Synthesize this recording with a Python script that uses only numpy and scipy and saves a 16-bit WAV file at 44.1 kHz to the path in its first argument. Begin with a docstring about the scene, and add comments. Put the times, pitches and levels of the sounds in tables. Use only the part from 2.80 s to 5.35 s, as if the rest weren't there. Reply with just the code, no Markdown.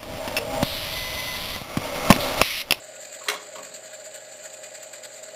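"""A small motor inside an old card-viewing cabinet hums and drives a gear train that whines and rattles:
sines at mains and tooth-contact rates, with coloured noise for the case's drone and the rattle.
A card frame slips free, slams down with a clack, bounces and settles: bursts of noise excite decaying
modes, and the wooden case rings briefly through a sparse random reverberation.
The card stack adds a low rumble of filtered noise."""
import sys
import numpy as np
from scipy import signal
from scipy.fft import rfft, irfft, next_fast_len
from scipy.io import wavfile
from scipy.ndimage import uniform_filter1d

SR = 44100
rng = np.random.default_rng(int(sys.argv[2]) if len(sys.argv) > 2 else 0)


def log_audio(samples):
    """Write samples as a 16-bit WAV file to the path given in sys.argv[1]."""
    # one column per channel
    frames = np.atleast_2d(samples).T
    # limit to full scale, then quantise
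    limited = np.clip(frames, -1, 1)
    pcm = np.round(limited * 32767).astype(np.int16)
    wavfile.write(sys.argv[1], SR, pcm)


N = 112454  # length in samples

# Mains hum of the motor, before the metal parts resonate: pitch_hz [Hz], level_db [dB]
HUM_LINES = [(120, -70.5), (240, -71), (360, -82)]
# Gear whine, before the metal parts resonate: multiple of the wheel's turning rate [1]: level_db [dB]
TOOTH_LINES = {69: -61, 72: -57.5, 75: -68, 78: -63.5, 79: -55.5, 82: -54.5, 84: -54.5, 85: -63.5}
WHEEL_HZ = 7.56
WAVER_DB, WAVER_RAD = 3, 0.79
STEADY_TOOTH, STEADY_SHARE = 72, 0.3  # this multiple has only a share of the phase waver

# Spectrum of the case's steady drone: frequency_hz [Hz], gain_db [dB, relative]
DRONE_COLOUR = [(18, -74), (30, -37), (86, -34), (113, -27.5), (148, -21.5), (233, -18.5), (497, -10),
                (529, -6.5), (610, 2), (681, -8.5), (863, -13.5), (919, -22.5), (1300, -17), (1690, -56),
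                (2860, -120)]
DRONE_DB = -50.5
THROB_HZ, THROB_DB = 30.05, 2

# Spectrum of the rattling drive: frequency_hz [Hz], gain_db [dB, relative]
RATTLE_COLOUR = [(500, -80), (900, -27), (1300, -22), (1500, -14), (1900, -14.5), (2500, -17.5),
                 (3300, -20), (4400, -15.5), (4850, -23.5), (5440, -28.5), (6400, -20.5), (7270, -12),
                 (7900, -13), (8510, -16.5), (9200, -36), (9700, -129), (10300, -41), (11100, -32.5),
                 (14400, -31), (15200, -41)]
RATTLE_DB, PATCH_DB = -48, 1.5
CHATTER_HZ, CHATTER_DB = 43.5, 1.1
FLICKER_DB, GRAIN_DB = 1.23, 1
# Swells of the rattle as the drive binds, about ten a second:
# centre_s [s], treble_swell_db [dB], lower_swell_db [dB], fall_s [s, Gaussian width]
BINDING_SWELLS = [(0.039, 6.5, 3, 0.015), (.15, 5, 3.5, 0.0093), (0.207, 7.5, 3, 0.018),
                  (0.236, 7.5, 6, 0.025), (0.329, 9.5, 6.5, 0.027), (0.439, 11.5, 10, 0.021),
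                  (0.632, 5.5, 5.5, 0.014), (0.755, 6, 6, 0.016), (0.834, 11, 9.5, 0.028),
                  (0.943, 10, 9, 0.021), (1.048, 7, 7.5, 0.015), (1.136, 11, 10, 0.012),
                  (1.247, 9, 3.5, 0.013), (1.344, 10.5, 8.5, 0.02), (1.438, 4, 0, 0.0038),
                  (1.523, 6.5, 5, 0.0078), (1.572, 6.5, -3, 0.0045), (1.64, 10.5, 5.5, 0.021),
                  (1.735, 10, 6, 0.016), (1.834, 9, 10, .022), (1.944, 9, 9, 0.02), (2.033, 13, 8, 0.01),
                  (2.135, 10, 10.5, 0.019), (2.237, 11.5, 11.5, .018), (2.34, 6, 4.5, 0.029),
                  (2.434, 10, 5, 0.0089), (2.49, 3, 3, 0.01)]
RISE_S = 0.0028  # Gaussian width
TOP_SWELL = 1.45  # multiplies the treble swell in the highest band
NOTCH_AFTER_S, NOTCH_S, NOTCH_SHARE = 0.0059, 0.0076, 0.32  # brief dip in each swell

# Resonances of the metal parts: centre_hz [Hz], width_hz [Hz], lift_db [dB]
PART_RESONANCES = [(416, 16.3, 5.5), (720, 12, 4), (792, 19, 7), (854, 18, 6.5), (1450, 14.6, 9.5),
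                   (1665, 25, 7.5), (1993, 13, 10.5), (2460, 23, 11), (2973, 11.5, 10.5), (4380, 170, 2.5),
                   (4816, 143, 11.5), (6600, 33, 9.5), (7015, 117, 6.5), (7280, 170, 9), (7263, 51, -1),
                   (7900, 155, 4), (9100, 58, -5)]

# Noise bursts of the clack and its bounces, with a faint soft burst just before the loudest:
# start_s [s], level_db [dB, relative], sharpness_db [dB, of the crack], t60_s [s, of the burst],
# pitch_hz [Hz, of the knock]
CLACK_BURSTS = [(0.409, -44.5, -16, 0.077, 1136), (0.457, -42.5, -17, 0.19, 964),
                (0.4766, -39, -3, 0.022, 2040), (0.4840, -27.5, 2.5, 0.013, 3070),
                (0.4850, -29.5, 8, 0.017, 1972), (0.4876, -31, 7, 0.019, 1450),
                (0.4882, -25, 2, 0.014, 3650), (0.4909, -33, -1, 0.027, 1317),
                (0.4982, -28, 1, 0.029, 2212), (.4993, -34, -10, 0.014, 1160), (0.5, -31.5, 6, 0.015, 3700),
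                (0.5059, -38, 2, 0.027, 1955), (.512, -37, -2, 0.013, 1860),
                (0.517, -31.5, -6, 0.024, 1095), (.531, -38.5, -8, 0.052, 700),
                (.540, -40.5, 7, 0.036, 1890), (.549, -36.5, -5, 0.027, 1080),
                (.560, -33.5, -3, 0.011, 1090), (0.577, -48, -15, 0.04, 1060),
                (0.597, -55, -12, 0.023, 1090), (0.7540, -48.5, -6, 0.039, 1600),
                (.758, -42.5, -14, 0.067, 1114), (.7545, -47, -2, 0.044, 3196),
                (.761, -48, -1, 0.032, 4260), (.783, -44, -2, 0.03, 2530), (0.788, -42.5, -11, 0.061, 1050)]
SPIKY_DB, RISE_SHARE = 2.5, 0.025  # unevenness of a burst; rise as a share of t60
# Spectrum of the crack: frequency_hz [Hz], gain_db [dB]
CRACK_COLOUR = [(60, -50), (100, -62), (430, -33), (990, -28), (1420, -7), (1870, -7), (2250, -7),
                (2860, -17), (3690, -6.5), (5770, -6.5), (8000, -9), (15000, -17)]
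CRACK_DB = 12
KNOCK_DB, KNOCK_BLUR, KNOCK_FOLLOWS_SHARPNESS = 10, 0.3, 0.4
# A fading shiver of noise joins the cracks, then stops
SHIVER_S, SHIVER_END_S, SHIVER_STOP_S = 0.486, 0.55, 0.0072
SHIVER_DB, SHIVER_T60_S, SHIVER_FLICKER_DB = -30.5, 0.23, 2.9
# Modes of frame and case: pitch_hz [Hz], level_db [dB, relative], t60_s [s]
FRAME_MODES = [(182, -3, 0.13), (427.7, -1.5, 0.066), (558, -15.5, 0.062), (774, -14, 0.097),
               (920, -25, 0.05), (957, -6.5, 0.12), (1088, -2, 0.087), (1123, -6, 0.069), (1197, -9, 0.05),
               (1500, -15, 0.041), (1730, -20, 0.035), (1945, -20, 0.079), (2122, -15.5, 0.048),
               (2216, -4.5, 0.06), (2367, -8.5, 0.054), (3376, -5, 0.037), (3650, -5, 0.015),
               (4100, -2, 0.016)]
MODE_SPLIT_HZ, LOW_RING_DB, HIGH_RING_DB = 1300, -22.5, -24.5
BASS_CUT_HZ = 340

# Reverberation inside the cabinet: frequency_hz [Hz], t60_s [s]
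CABINET_DECAY = [(150, 0.83), (500, 0.54), (1500, 0.35), (4000, 0.38), (12000, 0.13)]
CABINET_DB = -7.5

# Rumble of the card stack shifting: time_s [s], level_db [dB]
STACK_SHIFT = [(0.55, -55), (0.642, -69), (0.752, -83), (0.786, -55), (1.042, -68), (1.056, -58),
               (1.1, -78)]

# Left-right difference against the middle, steady sound: frequency_hz [Hz], gain_db [dB]
STEADY_WIDTH = [(60, -13), (130, -12), (290, -7), (640, -21.5), (1410, -13), (3100, -17.5), (4800, -23.5),
                (5300, -43), (15000, -60)]
# Left-right difference against the middle, clack: frequency_hz [Hz], gain_db [dB]
CLACK_WIDTH = [(60, -33), (200, -20), (700, -19), (1300, -19), (2400, -16), (4400, -11), (4900, -44),
               (15000, -43)]
EDGE_HZ = 15200


def amp(db):
    """Level law: 20 dB is a factor of ten in amplitude."""
    return 10 ** (np.asarray(db, float) / 20)


def evened(x):
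    """Normalization to an rms of 1."""
    return x / np.sqrt(np.mean(x ** 2) + 1e-20)


def colour(x, points):
    """Linear filtering: a spectrum in dB, interpolated on a log-frequency axis."""
    size = next_fast_len(x.shape[-1] + 4096)
    f, db = np.transpose(points)
    hz = np.fft.rfftfreq(size, 1 / SR)
    gain = amp(np.interp(np.log(hz + 1), np.log(f + 1), db))
    return irfft(rfft(x, size) * gain, size)[..., :x.shape[-1]]


def wander(rate_hz):
    """Random fluctuation: noise smoothed twice by a moving average, at rms 1."""
    size = max(int(SR / rate_hz / 2), 1)
    once = uniform_filter1d(rng.standard_normal(N), size=size)
    return evened(uniform_filter1d(once, size=size))


def patchy(depth_db):
    """Nonstationary noise: the level drifts in patches of time and pitch."""
    z = signal.stft(rng.standard_normal(N), nperseg=256)[2]
    across_pitch = uniform_filter1d(rng.standard_normal(z.shape), size=4, axis=0)
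    patches = evened(uniform_filter1d(across_pitch, size=8, axis=1))
    return signal.istft(z * amp(depth_db * patches), nperseg=256)[1][:N]


def motor():
    """Periodic forcing: mains hum and wavering gear-tooth lines, over the throbbing drone of the case."""
    t = np.arange(N) / SR
    lines = np.zeros(N)
    for hz, db in HUM_LINES:
        lines += amp(db + 0.5 * wander(8.3)) * np.sin(2 * np.pi * (hz * t + rng.random()))
    for multiple, db in TOOTH_LINES.items():
        level = amp(db + WAVER_DB * wander(6.9))
        share = STEADY_SHARE if multiple == STEADY_TOOTH else 1
        turns = multiple * WHEEL_HZ * t + rng.random()
        lines += level * np.sin(2 * np.pi * turns + WAVER_RAD * share * wander(4.64))
    throb = amp(THROB_DB * np.sin(2 * np.pi * THROB_HZ * t + 3.0))
    drone = evened(colour(rng.standard_normal(N) * throb, DRONE_COLOUR))
    return np.sqrt(2) * lines + amp(DRONE_DB) * drone  # sqrt(2): line levels are rms


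def rattle():
    """Dense contact noise: tiny impacts swell as the drive binds, in general the treble most."""
    t = np.arange(N) / SR
    low_swell, treble_swell = np.zeros(N), np.zeros(N)
    for centre_s, treble_db, lower_db, fall_s in BINDING_SWELLS:
        since = t - centre_s
        bump = np.exp(-0.5 * (since / np.where(since < 0, RISE_S, fall_s)) ** 2)
        dip = 1 - NOTCH_SHARE * np.exp(-0.5 * ((since - NOTCH_AFTER_S) / NOTCH_S) ** 2)
        treble_swell += treble_db * bump * dip
        low_swell += lower_db * bump * dip

    chatter = CHATTER_DB * np.sin(2 * np.pi * CHATTER_HZ * t + 1.0)
    fine_db = chatter + FLICKER_DB * wander(60) + GRAIN_DB * wander(450)
    hiss = rfft(evened(colour(patchy(PATCH_DB) * amp(fine_db), RATTLE_COLOUR)))
    hz = np.fft.rfftfreq(N, 1 / SR)
    bands = [(0, 5400, low_swell), (5400, 9700, treble_swell), (9700, SR, TOP_SWELL * treble_swell)]
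    swollen = sum(irfft(hiss * ((hz >= a) & (hz < b)), N) * amp(swell) for a, b, swell in bands)
    return amp(RATTLE_DB) * swollen


def ring_parts(x):
    """Resonance: Lorentzian curves in dB reshape narrow bands where the metal parts respond."""
    hz = np.fft.rfftfreq(N, 1 / SR)
    lift_db = sum(db / (1 + ((hz - f) / width * 2) ** 2) for f, width, db in PART_RESONANCES)
    return irfft(rfft(x) * amp(lift_db), N)


def shiver():
    """Exponential decay: flickering noise fades and is then gated off."""
    t = np.arange(N) / SR
    since = t - SHIVER_S
    gate = (since > 0) / (1 + np.exp(np.clip((t - SHIVER_END_S) / SHIVER_STOP_S, -50, 50)))
    level_db = SHIVER_DB - 60 * since / SHIVER_T60_S + SHIVER_FLICKER_DB * wander(160)
    return gate * amp(level_db) * rng.standard_normal(N)


def frame():
    """Modal excitation: noise bursts sound as cracks, with short knocks and ringing modes."""
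    t = np.arange(int(0.2 * SR)) / SR
    cracks, pushes, knocks = np.zeros(N), np.zeros(N), np.zeros(N)

    def stepped():  # a new random value every 10 samples
        return np.repeat(rng.standard_normal(len(t) // 10), 10)

    for start_s, db, sharp_db, t60, knock_hz in CLACK_BURSTS:
        at = round(start_s * SR)
        span = slice(at, at + len(t))
        shape = amp(db - 60 * t / t60) * np.minimum(t / (RISE_SHARE * t60), 1)
        grains = shape * rng.standard_normal(len(t)) * amp(SPIKY_DB * stepped())
        burst = grains * np.linalg.norm(shape) / np.linalg.norm(grains)  # energy of the shape
        cracks[span] += amp(sharp_db) * burst
        pushes[span] += burst
        turns = np.cumsum(knock_hz / SR * (1 + KNOCK_BLUR * stepped()))
        knocks[span] += amp(KNOCK_FOLLOWS_SHARPNESS * sharp_db) * shape * np.sin(2 * np.pi * turns)
    cracks += shiver()

    low_modes, high_modes = np.zeros(len(t)), np.zeros(len(t))
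    for hz, db, t60 in FRAME_MODES:
        modes = low_modes if hz < MODE_SPLIT_HZ else high_modes
        modes += amp(db - 60 * t / t60) * np.sin(2 * np.pi * hz * t)
    rings = amp(LOW_RING_DB) * signal.fftconvolve(pushes, low_modes)[:N]
    rings += amp(HIGH_RING_DB) * signal.fftconvolve(cracks, high_modes)[:N]
    clack = amp(CRACK_DB) * colour(cracks, CRACK_COLOUR) + rings + amp(KNOCK_DB) * knocks
    return signal.sosfilt(signal.butter(3, BASS_CUT_HZ, "high", fs=SR, output="sos"), clack)


def cabinet(x):
    """Reverberation: sparse random reflections, each frequency band dying at its own rate."""
    taps = rng.choice([-1., 1.], SR // 2) * (rng.random(SR // 2) < 0.06)
    hz, t, z = signal.stft(taps, SR, nperseg=256)
    f, t60 = np.transpose(CABINET_DECAY)
    band_t60 = np.interp(np.log(hz + 1), np.log(f), t60)[:, None]
    tail = signal.istft(z * amp(-60 * t / band_t60), SR, nperseg=256)[1]
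    return signal.fftconvolve(x, tail / np.linalg.norm(tail))[:N]


def stack():
    """Friction noise: a low rumble follows the level curve of the cards sliding into place."""
    time_s, db = np.transpose(STACK_SHIFT)
    low = evened(colour(rng.standard_normal(N), [(90, -15), (150, 6.5), (300, 6.5), (450, -32)]))
    return low * amp(np.interp(np.arange(N) / SR, time_s, db, left=-100, right=-100))


def scramble(x, size):
    """Decorrelation: similar short-time magnitudes with random phases."""
    overlap = size * 3 // 4
    z = signal.stft(x, nperseg=size, noverlap=overlap)[2]
    z = abs(z) * np.exp(2j * np.pi * rng.random(z.shape))
    return 2 * signal.istft(z, nperseg=size, noverlap=overlap)[1][:N]


def scene():
    """Superposition: the machine in the middle, with a small decorrelated left-right difference."""
    steady = ring_parts(motor() + rattle())
    clack = frame()
    clack = clack + amp(CABINET_DB) * cabinet(clack)
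    steady = steady + stack()
    side = colour(scramble(steady, size=2048), STEADY_WIDTH)
    side = side + colour(scramble(clack, size=128), CLACK_WIDTH)
    middle = steady + clack
    return np.array([middle + side, middle - side])


def record(dry):
    """Band limitation: a linear-phase low-pass filter removes the highest frequencies."""
    low_pass = signal.firwin(511, EDGE_HZ, window=("kaiser", 9), fs=SR)
    return signal.oaconvolve(dry, low_pass[None], "same")


dry = scene()
out = record(dry)
log_audio(out)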